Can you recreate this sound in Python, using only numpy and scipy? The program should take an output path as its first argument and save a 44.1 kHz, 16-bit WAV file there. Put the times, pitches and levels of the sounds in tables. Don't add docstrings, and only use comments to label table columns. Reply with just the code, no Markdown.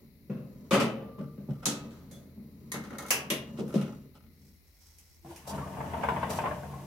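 import sys
import numpy as np
from scipy import signal
from scipy.fft import rfft, irfft, next_fast_len
from scipy.io import wavfile
from scipy.ndimage import uniform_filter1d

SR = 44100
rng = np.random.default_rng(int(sys.argv[2]) if len(sys.argv) > 2 else 0)


def generate_wav(sig):
    pcm = np.round(np.clip(np.atleast_2d(sig).T, -1, 1) * 32767).astype(np.int16)
    wavfile.write(sys.argv[1], SR, pcm)


N = 302515
RING_SIZE = 49152


def amp(db):
    return 10 ** (np.asarray(db) / 20)


def rms(x):
    return np.sqrt(np.mean(x ** 2) + 1e-20)


def read(points, hz, axis=1):
    table = np.array(points, float)
    return np.interp(np.log(hz + 1), np.log(table[:, 0] + 1), table[:, axis])


def band(x, lo_hz, hi_hz, order=3):
    sections = signal.butter(order, [lo_hz, min(hi_hz, SR / 2 - 1)], "band", fs=SR, output="sos")
    return signal.sosfilt(sections, x)


def colour(x, points):
    size = next_fast_len(x.shape[-1])
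    log_gain = np.log(amp(read(points, abs(np.fft.fftfreq(size, 1 / SR)))))
    gain = np.exp(np.conj(signal.hilbert(log_gain)))[:size // 2 + 1]
    return irfft(rfft(x, size) * gain, size)[..., :x.shape[-1]]


def add(mix, s, sound):
    part = mix[:, max(round(s * SR), 0):][:, :sound.shape[1]]
    part += sound[:, :part.shape[1]]


def diffuse(size, spread):
    mid, side = rfft(rng.standard_normal((2, size)))
    width = amp(read(spread, np.fft.rfftfreq(size, 1 / SR)))
    left_right = np.array([mid + width * side, mid - width * side])
    return irfft(left_right / np.sqrt(1 + width ** 2), size)


def rattle(chatter_s, rattle_hz=600, first=1.4, count=12):
    contacts, order = np.zeros(RING_SIZE), np.arange(count)
    at = (order + rng.random(count)) / count * 2 * np.clip(chatter_s, 0, .1)
    impulses = rng.choice([-1, 1], count) * np.exp(-2 * order / count)
    np.add.at(contacts, (at * SR).astype(int), impulses)
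    contacts = band(contacts, rattle_hz, SR / 2, order=2)
    contacts[0] += first
    return contacts / np.linalg.norm(contacts)


# frequency_hz [Hz], t60_s [s]
ROOM_DECAY = [(100, 1), (200, 0.63), (450, 0.77), (1000, 0.54), (2800, 0.41), (7000, 0.26), (15000, 0.24)]
# frequency_hz [Hz], side_minus_mid_db [dB]
STEREO_WIDTH = [(40, -13), (130, -19), (220, -16), (380, -10), (700, -6.5), (1300, -4), (2500, -1.5),
                (15000, -1)]


def response(spectrum, modes, decay=1, ring_db=0, crack_db=5, crack_s=0.0048, chatter_s=0, tick=0,
             split=0.0043, twin=0.3):
    t = np.arange(RING_SIZE) / SR
    hz, age, z = signal.stft(diffuse(RING_SIZE, STEREO_WIDTH), SR, nperseg=256)
    fading = z * np.exp(-np.log(1000) * age / (decay * read(ROOM_DECAY, hz)[:, None]))
    dense = signal.istft(fading, SR, nperseg=256)[1]
    out = dense[:, :RING_SIZE] * (1 + amp(crack_db) * np.exp(-t / crack_s))
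    out[:, 0] += tick
    if chatter_s > 0:
        out = signal.fftconvolve(out, rattle(chatter_s)[None], axes=1)[:, :RING_SIZE]
    for mode_hz, db, t60 in modes:
        offset = rng.uniform(-1.14, 1, (2, 1)) * min(mode_hz / 6000, .5)
        phase = 2 * np.pi * (mode_hz * t + rng.random() + offset)
        pair = np.sin(phase) + twin * np.cos(phase * (1 + split * rng.uniform(-0.53, 1)))
        out += amp(db + ring_db) * np.exp(-np.log(1000) * t / (t60 * decay)) * pair
    return colour(out, spectrum)


# low_hz [Hz], high_hz [Hz]
REGISTERS = [(100, 280), (280, 700), (700, 3500), (3500, 16000)]


def contact(shape_db, strength_db, hardness, pivot_hz):
    octaves = np.log2(np.sqrt(np.prod(REGISTERS, axis=1)) / pivot_hz)
    return strength_db + np.array(shape_db) + hardness * octaves


def blow(ring, levels_db):
    attack = ring[:, :SR // 25]
    points = []
    for (lo, hi), db in zip(REGISTERS, levels_db):
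        measured_db = 20 * np.log10(rms(band(attack, lo, hi)))
        points.append((np.sqrt(lo * hi), db - measured_db))
    return colour(ring, points)


def friction(ring, curve, registers, per_s, spread_db):
    sizes = amp(spread_db * np.minimum(rng.exponential(1, N), 4))
    slips = sizes * rng.choice([-1, 1], N) * (rng.random(N) < per_s / SR)
    sound = signal.oaconvolve(slips[None], ring, axes=1)[:, :N]
    s, *levels = np.transpose(curve)
    out = np.zeros((2, N))
    for (lo, hi), db in zip(registers, levels):
        part = band(sound, lo, hi)
        out += part / rms(part) * amp(np.interp(np.arange(N) / SR, s, db, left=-120, right=-120))
    return out


def driven(effort, law):
    return [(s, *(db + slope * effort_db for db, slope in law)) for s, effort_db in effort]


def strokes(rows, rise_s, fall_db_per_s):
    t = np.arange(0, N, 128)[:, None] / SR
    gain = 0
    for s, length_s, *db in rows:
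        fall_db = fall_db_per_s * np.maximum(t - s - length_s, 0)
        gain = gain + np.clip((t - s) / rise_s, 0, 1) * amp(np.array(db) - fall_db)
    return np.hstack([t, 20 * np.log10(gain + 1e-9)])


# frequency_hz [Hz], relative_db [dB per Hz], left_minus_right_db [dB],
# side_minus_mid_db [dB]
BACKGROUND = [(20.2, -26.5, -5, -12.5), (43.5, 2.5, -7.5, -16), (58.7, 5, 5.5, -2.5), (140, -10.5, -2, -19),
              (305, -15.5, 5.5, -9), (598, -21.5, 2.5, -2.5), (1300, -28.5, 2, 3), (1690, -27.5, 10, 0.5),
              (2050, -17.5, 12.5, 2), (3300, -34.5, 9, 0), (4050, -21.5, 11, 1.5), (8600, -41.5, 4, -4),
              (10800, -26, 2.5, -19.5), (15630, -26, 0.5, -32)]


def air(level_db=-62):
    hz = np.fft.rfftfreq(N, 1 / SR)
    sides = amp(np.outer([.5, -.5], read(BACKGROUND, hz, axis=2)))
    balance = sides / np.linalg.norm(sides, axis=0)
    white = diffuse(N, [(row[0], row[-1]) for row in BACKGROUND])
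    noise = irfft(rfft(white) * amp(read(BACKGROUND, hz)) * balance, N)
    return amp(level_db) * noise / rms(noise)


# start_s [s], level_db [dB]
HUM_LEVELS = [(0, -65.5), (2, -59), (4.3, -61.5), (4.75, -68), (4.9, -62.5), (6.86, -78.5)]


def hum(hum_hz=81.2):
    t = np.arange(N) / SR
    drift = band(rng.standard_normal(N), hum_hz - 5, hum_hz + 5, order=2)
    tone = np.sqrt(2) * np.sin(2 * np.pi * hum_hz * t) + .2 * drift / rms(drift)
    return amp(np.interp(t, *np.transpose(HUM_LEVELS))) * tone


# start_s [s], effort_db [dB]
HANDLING_EFFORT = [(0, -3), (.14, -14), (.3, -6.5), (.68, -2), (.87, -6), (1.08, -9), (1.6, -3.5),
                   (1.85, 1.5), (2.05, -5), (2.3, -7), (2.45, -6.5), (2.65, -4), (2.85, -3), (3.5, 1),
                   (3.92, 2.5), (4.2, -12.5), (4.48, -14), (4.7, -32.5)]
# level_at_zero_effort_db [dB], slope [dB per dB of effort]
HANDLING_LEVELS = [(-46.5, 1), (-60.5, 2), (-71, 1.6)]
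# frequency_hz [Hz], relative_db [dB per Hz]
FRAME_COLOUR = [(40, -40), (80, -25), (110, -25), (142, -7), (165, -10), (215, 0), (310, -11), (400, -7),
                (480, -8), (550, -3), (720, -13), (930, -16), (1250, -12), (1700, -19), (2700, -16),
                (4000, -26), (7000, -31), (11500, -37), (16000, -50)]
# pitch_hz [Hz], relative_db [dB], t60_s [s]
FRAME_TONES = [(123.1, -14, 0.8), (143.5, -17, 0.56), (187.9, -16.5, 0.29), (209.1, -18.5, 0.37),
               (232.7, -26, 0.5), (276.5, -31, 0.91), (322.3, -26.5, 1), (382.4, -17.5, 0.39),
               (454, -28, 1), (491, -32.5, 0.62), (554.6, -28.5, 0.48), (605, -31, 0.6), (839, -18, 0.63),
               (1004, -19.5, 0.19), (1175, -30.5, 0.5), (1267, -20.5, .36), (1330, -35, 0.35),
               (1960, -22.5, 0.42), (2700, -31, 0.36), (3040, -17.5, 0.5), (3438, -22.5, .3),
               (4230, -17.5, .28)]


def shudder():
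    ring = response(FRAME_COLOUR, FRAME_TONES, decay=0.27, ring_db=-1.0)
    levels = driven(HANDLING_EFFORT, HANDLING_LEVELS)
    return friction(ring, levels, [(50, 266), (330, 1500), (4000, 9200)], per_s=690, spread_db=2.0)


# start_s [s], relative_strength_db [dB], hardness [dB per octave],
# decay [factor on t60], panel_hz [Hz] of the panel that is hit
FRAME_KNOCKS = [(0.296, -31.5, -10, 1.3, 198.7), (0.299, -38, -4.5, 1.7, 510),
                (0.367, -46.5, -4, 0.89, 477), (0.46, -60, -8.5, 1, 520), (0.71, -29, 0, 1.45, 186),
                (0.717, -26, -1.5, 1.27, 545), (0.729, -31.5, 1, 1.07, 425),
                (0.741, -28.5, 0.33, 1.23, 1267), (0.781, -27.5, -8, 1.25, 221.6),
                (0.799, -33, 1.14, 0.94, 2610), (0.809, -34, -1, 1.3, 539), (1.021, -42.5, -5, 0.98, 205.6),
                (1.059, -49, -5, 0.9, 555), (1.183, -40, -5, 0.67, 199), (1.203, -34.5, -9, 0.79, 145),
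                (1.377, -40, -7.5, 0.97, 198.2), (1.486, -29, -10.5, 0.52, 145.5),
                (1.665, -32, -3, 1.17, 288.7), (2.114, -48, -5.5, 2.1, 129), (2.373, -44, -10, 1.7, 228.3),
                (2.742, -41, -2, 0.43, 309), (2.802, -40, -15, 0.48, 308), (2.956, -52, -4, 0.67, 554),
                (3.308, -32.5, -2, 0.85, 364)]
# relative levels [dB] of thump, body, clang and edge
KNOCK_REGISTERS = [1.95, 1.5, -1, -7.5]
PANEL_T60_S = 0.46


def knocks(panel_db=-11, lowest_hz=181, thinning=0.19):
    out = np.zeros((2, N))
    for s, db, hardness, decay, panel_hz in FRAME_KNOCKS:
        modes = FRAME_TONES + [(panel_hz, panel_db, PANEL_T60_S)]
        ring = response(FRAME_COLOUR, modes, decay, crack_db=3.0, crack_s=0.12, chatter_s=.0055)
        knock = blow(ring, contact(KNOCK_REGISTERS, db, hardness, pivot_hz=173))
        floor_hz = lowest_hz * 2 ** (thinning * hardness)
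        add(out, s, amp(-3) * band(knock, floor_hz, SR / 2))
    return out


# start_s [s], part [name], strength_db [dB], hardness [dB per octave],
# decay [factor on t60], ring_db [dB] of the clear modes
CLAMP_SNAPS = [(0.709, "catch", -38.5, -3, .8, -6), (0.744, "lever", -43.5, -6, 1.2, -11.5),
               (0.801, "left", -42, -2.5, 1.2, -4.5), (0.822, "catch", -48.5, -1.5, 1.1, -3),
               (1.656, "catch", -36.5, 4.5, 1.01, 11.5), (1.908, "catch", -61, -3, 2.7, -16),
               (2.112, "lever", -65, 4.5, 1.5, 1), (2.718, "lever", -42, 2, 0.89, 14.5),
               (2.742, "lever", -42.5, -4.5, 0.83, -5.5), (2.838, "lever", -52, -4, 1.1, -9),
               (2.906, "lever", -52.5, -6, 0.39, 4), (2.928, "lever", -53, -6, 2, 0),
               (2.984, "lever", -47, 1.2, 0.68, 9), (3.024, "lever", -56.5, 1, 0.52, -2),
               (3.063, "lever", -55, 1, 0.82, -3), (3.084, "lever", -56.5, 3, 1, -15),
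               (3.106, "right", -28, 1.6, 0.89, 0.5), (3.302, "left", -31, -0.4, 0.9, 5.5),
               (3.679, "left", -71.5, 5.5, 1.6, -8), (3.741, "left", -51, -1.5, 1.4, 0),
               (3.812, "left", -51.5, -2.5, 0.74, -4), (4.985, "right", -74, 7.5, 0.92, -4.5),
               (5.29, "right", -66, -5, 0.95, -8), (5.361, "right", -58.5, 2.5, 1.05, -9)]
CLAMP_PARTS = { "catch": ([(50, -8), (200, -2), (700, -5), (1300, 2.5), (2500, -2.5), (4000, 7),
               (5000, 2.5), (6600, 8.5), (9000, 0), (11500, -1), (12800, -9.5), (16000, -16)],
               [(1263, -27, 0.68), (2630, -26, 0.58), (3240, -30.5, 0.31), (3977, -34.5, 0.25),
               (5400, -25.5, 0.26), (5600, -26, 0.19), (6370, -27.5, 0.15), (6990, -29, 0.15),
               (9800, -21.5, .18)]), "lever": ([(50, -19.5), (200, 13.5), (550, -13.5), (800, -7.5),
               (1250, 3.5), (2100, 3.5), (2500, -5.5), (4000, 2), (5400, -3), (6400, 5.5), (7600, -3),
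               (9400, -1), (12000, -0.5), (16000, -13.5)], [(1020, -21, 0.28), (1185, -28, .35),
               (1250, -32.5, 0.3), (1837, -20.5, .35), (1970, -23, .3), (2163, -17.5, 0.62),
               (3840, -27, 0.32), (6470, -26, 0.2), (9300, -18, .1)]), "right": ([(100, -17), (220, -10),
               (290, -9.5), (560, -6), (800, -3), (1400, 1), (2000, 3.5), (2900, 7), (3700, -8), (5000, 1),
               (6300, 2), (8000, -2.5), (11500, 0.5), (16000, -11)], [(538, -18.5, 0.3),
               (1123, -18.5, 0.65), (1670, -14.5, 0.36), (1990, -24, 0.26), (2635, -11.5, 0.42),
               (2860, -30, 0.57), (5100, -25.5, .25), (5927, -25, .25), (6060, -17, 0.22),
               (6914, -21.5, .18), (9109, -20, .17), (11249, -15, 0.18)]), "left": ([(50, -18), (200, 13),
               (400, 15), (800, -11.5), (1050, 4), (1450, -2.5), (2100, 5), (2900, 7), (3700, 6),
               (4500, -2), (6200, 3), (8000, -3.5), (11500, 3), (16000, -15.5)], [(329.5, -10, 0.29),
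               (417, -14, 0.36), (1047, -21.5, 0.45), (1955, -16.5, 0.3), (2140, -17.5, 0.25),
               (2732, -21, .4), (2844, -21.5, 0.57), (3661, -29, 0.39), (5922, -27, .3)])}
# relative levels [dB] of thump, body, clang and edge
SNAP_REGISTERS = [-19.5, -6, -1.5, -1]


def clamps(tick_db=13):
    out = np.zeros((2, N))
    for s, part, db, hardness, decay, ring_db in CLAMP_SNAPS:
        ring = response(*CLAMP_PARTS[part], decay, ring_db=ring_db, crack_db=-14, crack_s=0.005,
                        tick=amp(tick_db))
        add(out, s, blow(ring, contact(SNAP_REGISTERS, db, hardness, pivot_hz=1630)))
    return out


# start_s [s], length_s [s], pitch_hz [Hz], glide [Hz per s],
# level_db [dB], tremble_hz [Hz rms]
METAL_SQUEAKS = [(.87, 0.59, 1182, 2, -63.5, 7.3), (1.36, 0.73, 1185, 2, -71, 11),
                 (2.1, 0.11, 3430, 0, -65.5, 31), (5.216, 0.16, 330.6, -3, -52.5, 10.5),
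                 (5.597, 0.074, 1160, -700, -47.5, 32), (6.278, 0.059, 470, -700, -41, 10),
                 (6.493, 0.18, 593, 13, -49.5, 4.7), (6.707, 0.084, 1012, 1100, -52, 21)]


def squeaks(room_db=-9, decay=0.94):
    out = np.zeros((2, N))
    room = response([(100, 0.0048), (10000, 0)], [], decay)
    room = room / np.linalg.norm(room[0])
    for s, length_s, hz, glide, db, width_hz in METAL_SQUEAKS:
        size = int(length_s * SR)
        tremble = uniform_filter1d(rng.standard_normal(SR), 400)[:size]
        pitch = hz + glide * np.arange(size) / SR + width_hz * tremble / rms(tremble)
        tone = np.sin(2 * np.pi * np.cumsum(pitch) / SR) * np.hanning(size)
        sound = amp(room_db) * signal.fftconvolve(tone[None], room, axes=1)
        sound[:, :size] += tone
        add(out, s, amp(db) * sound / rms(sound[:, :size]))
    return out


# start_s [s], length_s [s], scrape_db [dB], hiss_db [dB]
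STEEL_DRAGS = [(1.18, 0.042, -59, -72), (1.49, 0.034, -59, -66), (1.62, 0.032, -51, -64),
               (1.7, 0.091, -66, -78), (2.75, 0.092, -54.5, -61.5), (2.91, 0.15, -46, -66),
               (3.16, 0.042, -67, -60), (3.57, 0.018, -57, -56.5), (3.67, 0.078, -50, -63),
               (3.74, .03, -54, -56), (3.8, 0.077, -54.5, -72), (4.14, 0.037, -61, -66.5)]


def drags():
    ring = response(FRAME_COLOUR, FRAME_TONES, decay=0.27, ring_db=-1.0)
    levels = strokes(STEEL_DRAGS, rise_s=0.014, fall_db_per_s=152)
    return friction(ring, levels, [(520, 1700), (3100, 18000)], per_s=220, spread_db=2.5)


# start_s [s], strength_db [dB], body_above_thump_db [dB],
# panel_hz [Hz] of the panel that answers
CLAMP_PRESSES = [(3.588, -35, -3, 360.2), (3.607, -37, -1, 448.5), (3.741, -32, 0.5, 541),
                 (3.754, -25, -12.5, 388.4), (3.796, -37, -16, 217.5)]
# frequency_hz [Hz], relative_db [dB per Hz]
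PRESS_COLOUR = [(40, -46), (110, -30), (145, -2.5), (170, -6.5), (215, 2), (270, -7), (385, -8.5),
                (470, -11.5), (540, -9.5), (720, -19.5), (1200, -24), (1800, -32), (3000, -29), (8000, -34),
                (16000, -51)]


def presses(panel_db=-13.5, clang_db=-22.5, edge_db=-29):
    out = np.zeros((2, N))
    for s, db, body_db, panel_hz in CLAMP_PRESSES:
        modes = FRAME_TONES + [(panel_hz, panel_db, PANEL_T60_S)]
        ring = response(PRESS_COLOUR, modes, decay=0.77, ring_db=-2, crack_db=3, crack_s=0.018)
        add(out, s, blow(ring, db + np.array([0, body_db, clang_db, edge_db])))
    return band(out, 145, SR / 2, order=4)


# start_s [s], level_db [dB]
ARM_REACH = [(4.302, -82), (4.46, -67), (4.619, -76.5), (4.87, -62), (5.08, -67), (5.3, -71)]
# frequency_hz [Hz], relative_db [dB per Hz]
CLOTH_COLOUR = [(200, -22), (1000, -9), (3000, -10.5), (6000, 3), (8000, -5.5), (14000, -9)]


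def sleeves():
    ring = response(CLOTH_COLOUR, [], decay=.6)
    return friction(ring, ARM_REACH, [(500, 21000)], per_s=480, spread_db=2.5)


# start_s [s], effort_db [dB]
PULL_EFFORT = [(5.22, -43), (5.261, -11.5), (5.43, -13.5), (5.54, -0.5), (5.7, -3.5), (6.04, 0.5),
               (6.48, 0.5), (6.64, -4.5), (6.86, -6)]
# level_at_zero_effort_db [dB], slope [dB per dB of effort]
ROLLING_LEVELS = [(-38.5, 1.53), (-41.5, 1.55), (-50.5, 3.8), (-58, 0.5)]
# frequency_hz [Hz], relative_db [dB per Hz]
HEATER_COLOUR = [(35, -20), (70, 10), (95, 1), (112, -6.5), (140, 2), (210, 2), (310, -7), (500, -5.5),
                 (650, -0.5), (1080, -5), (1280, -11.5), (2900, -18.5), (4300, -31.5), (11500, -34.5),
                 (16000, -36)]
# pitch_hz [Hz], relative_db [dB], t60_s [s]
HEATER_TONES = [(85, -31, 0.51), (141.1, -12.5, 0.23), (194, -24, 0.83), (461.4, -19.5, 0.61),
                (607.5, -21, 0.42), (669, -26.5, 0.36), (854, -28.5, 0.84), (913, -18, 0.55),
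                (950, -22, 0.37), (1053, -22.5, 0.45), (1391, -21, 0.27), (1750, -21, 0.33),
                (1850, -20.5, 0.37), (2270, -13.5, .22), (2710, -18, 0.25), (3049, -20, 0.22)]


def rolling(count=4):
    travel = np.interp(np.arange(N) / SR, [PULL_EFFORT[0][0], PULL_EFFORT[-1][0]], [0, count - 1])
    rumble_levels = driven(PULL_EFFORT, ROLLING_LEVELS[:2])
    scrape_levels = driven(PULL_EFFORT, ROLLING_LEVELS[2:3])
    out = np.zeros((2, N))
    for place in range(count):
        ring = response(HEATER_COLOUR, HEATER_TONES, decay=0.99, crack_db=11.0, crack_s=0.0052)
        rumble = friction(ring, rumble_levels, [(85, 350), (380, 1300)], per_s=600, spread_db=2.0)
        scrape = friction(ring, scrape_levels, [(1250, 4800)], per_s=2200, spread_db=4.5)
        out += (rumble + scrape) * np.cos(np.pi / 2 * np.clip(travel - place, -1, 1))
    return out


# level_at_zero_effort_db [dB], slope [dB per dB of effort]
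GRIT_LEVELS = [(-55, 0.86)]


def grit():
    ring = response(HEATER_COLOUR, HEATER_TONES, decay=.8, ring_db=2, crack_db=6, crack_s=.005)
    levels = driven(PULL_EFFORT, GRIT_LEVELS)
    return friction(ring, levels, [(1300, 4000)], per_s=380, spread_db=2.5)


def hiss():
    noise = band(colour(diffuse(N, STEREO_WIDTH), HEATER_COLOUR), 4300, 14500)
    s, db = np.transpose(driven(PULL_EFFORT, ROLLING_LEVELS[3:]))
    return noise / rms(noise) * amp(np.interp(np.arange(N) / SR, s, db, left=-120))


# start_s [s], relative_strength_db [dB],
# spot_hz [Hz] at which the hood rings at that spot
RAIL_BUMPS = [(5.247, -55, 786), (5.307, -51.5, 1440), (5.531, -42.5, 657), (5.58, -39.5, 1350),
              (5.615, -49, 713), (5.664, -45, 1220), (5.739, -45.5, 940), (5.769, -41.5, 751),
              (5.804, -36, 922), (5.838, -47, 1420), (5.862, -58, 1760), (5.934, -32.5, 929),
              (6.014, -40, 687), (6.034, -25, 889), (6.086, -23, 996), (6.163, -31, 973),
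              (6.229, -27.5, 1076), (6.301, -34, 434), (6.387, -27, 919), (6.439, -31, 828),
              (6.457, -27, 1040), (6.511, -33, 594), (6.632, -44, 740), (6.73, -49, 1012),
              (6.803, -70, 920)]
# relative levels [dB] of thump, body, clang and edge
BUMP_REGISTERS = [-12, -5.5, -0.5, -36.5]


def bumps(full_db=-35.5, hardening=0.25, spot_db=-8, spot_t60_s=0.29):
    out = np.zeros((2, N))
    for s, db, spot_hz in RAIL_BUMPS:
        modes = HEATER_TONES + [(spot_hz, spot_db, spot_t60_s)]
        ring = response(HEATER_COLOUR, modes, decay=.55, ring_db=-1, crack_db=-2, crack_s=0.012,
                        chatter_s=.004)
        hardness = hardening * (db - full_db)
        add(out, s, amp(-3.5) * blow(ring, contact(BUMP_REGISTERS, db, hardness, pivot_hz=1600)))
    return out


# start_s [s], length_s [s], scrape_db [dB], hiss_db [dB]
HOOD_BRUSHES = [(5.28, 0.073, -69, -60.5), (5.465, 0.044, -43.5, -46.5), (6.29, 0.047, -41, -42)]


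def brushes():
    ring = response(HEATER_COLOUR, HEATER_TONES, decay=0.87, crack_db=20.0, crack_s=0.012)
    levels = strokes(HOOD_BRUSHES, rise_s=0.014, fall_db_per_s=187)
    return friction(ring, levels, [(400, 22000), (3800, 14200)], per_s=2100, spread_db=5.0)


# frequency_hz [Hz], left_minus_right_db [dB]
MICROPHONE_BALANCE = [(100, 1), (300, 1), (1000, 2.5), (2500, 1.5), (4000, 1), (6000, -5.5), (7500, 1),
                      (9000, 4), (12000, 2), (16000, 0.5)]


def scene():
    frame = shudder() + knocks() + drags()
    heater = rolling() + grit() + hiss() + bumps() + brushes()
    left, right = hum() + frame + clamps() + squeaks() + presses() + sleeves() + heater
    left = colour(left, [(hz, db / 2) for hz, db in MICROPHONE_BALANCE])
    right = colour(right, [(hz, -db / 2) for hz, db in MICROPHONE_BALANCE])
    return air() + np.array([left, right])


def record(dry, edge_hz=16000):
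    lowpass = signal.firwin(511, edge_hz, window=("kaiser", 9), fs=SR)
    return signal.oaconvolve(dry, lowpass[None], "same")


dry = scene()
out = record(dry)
generate_wav(out)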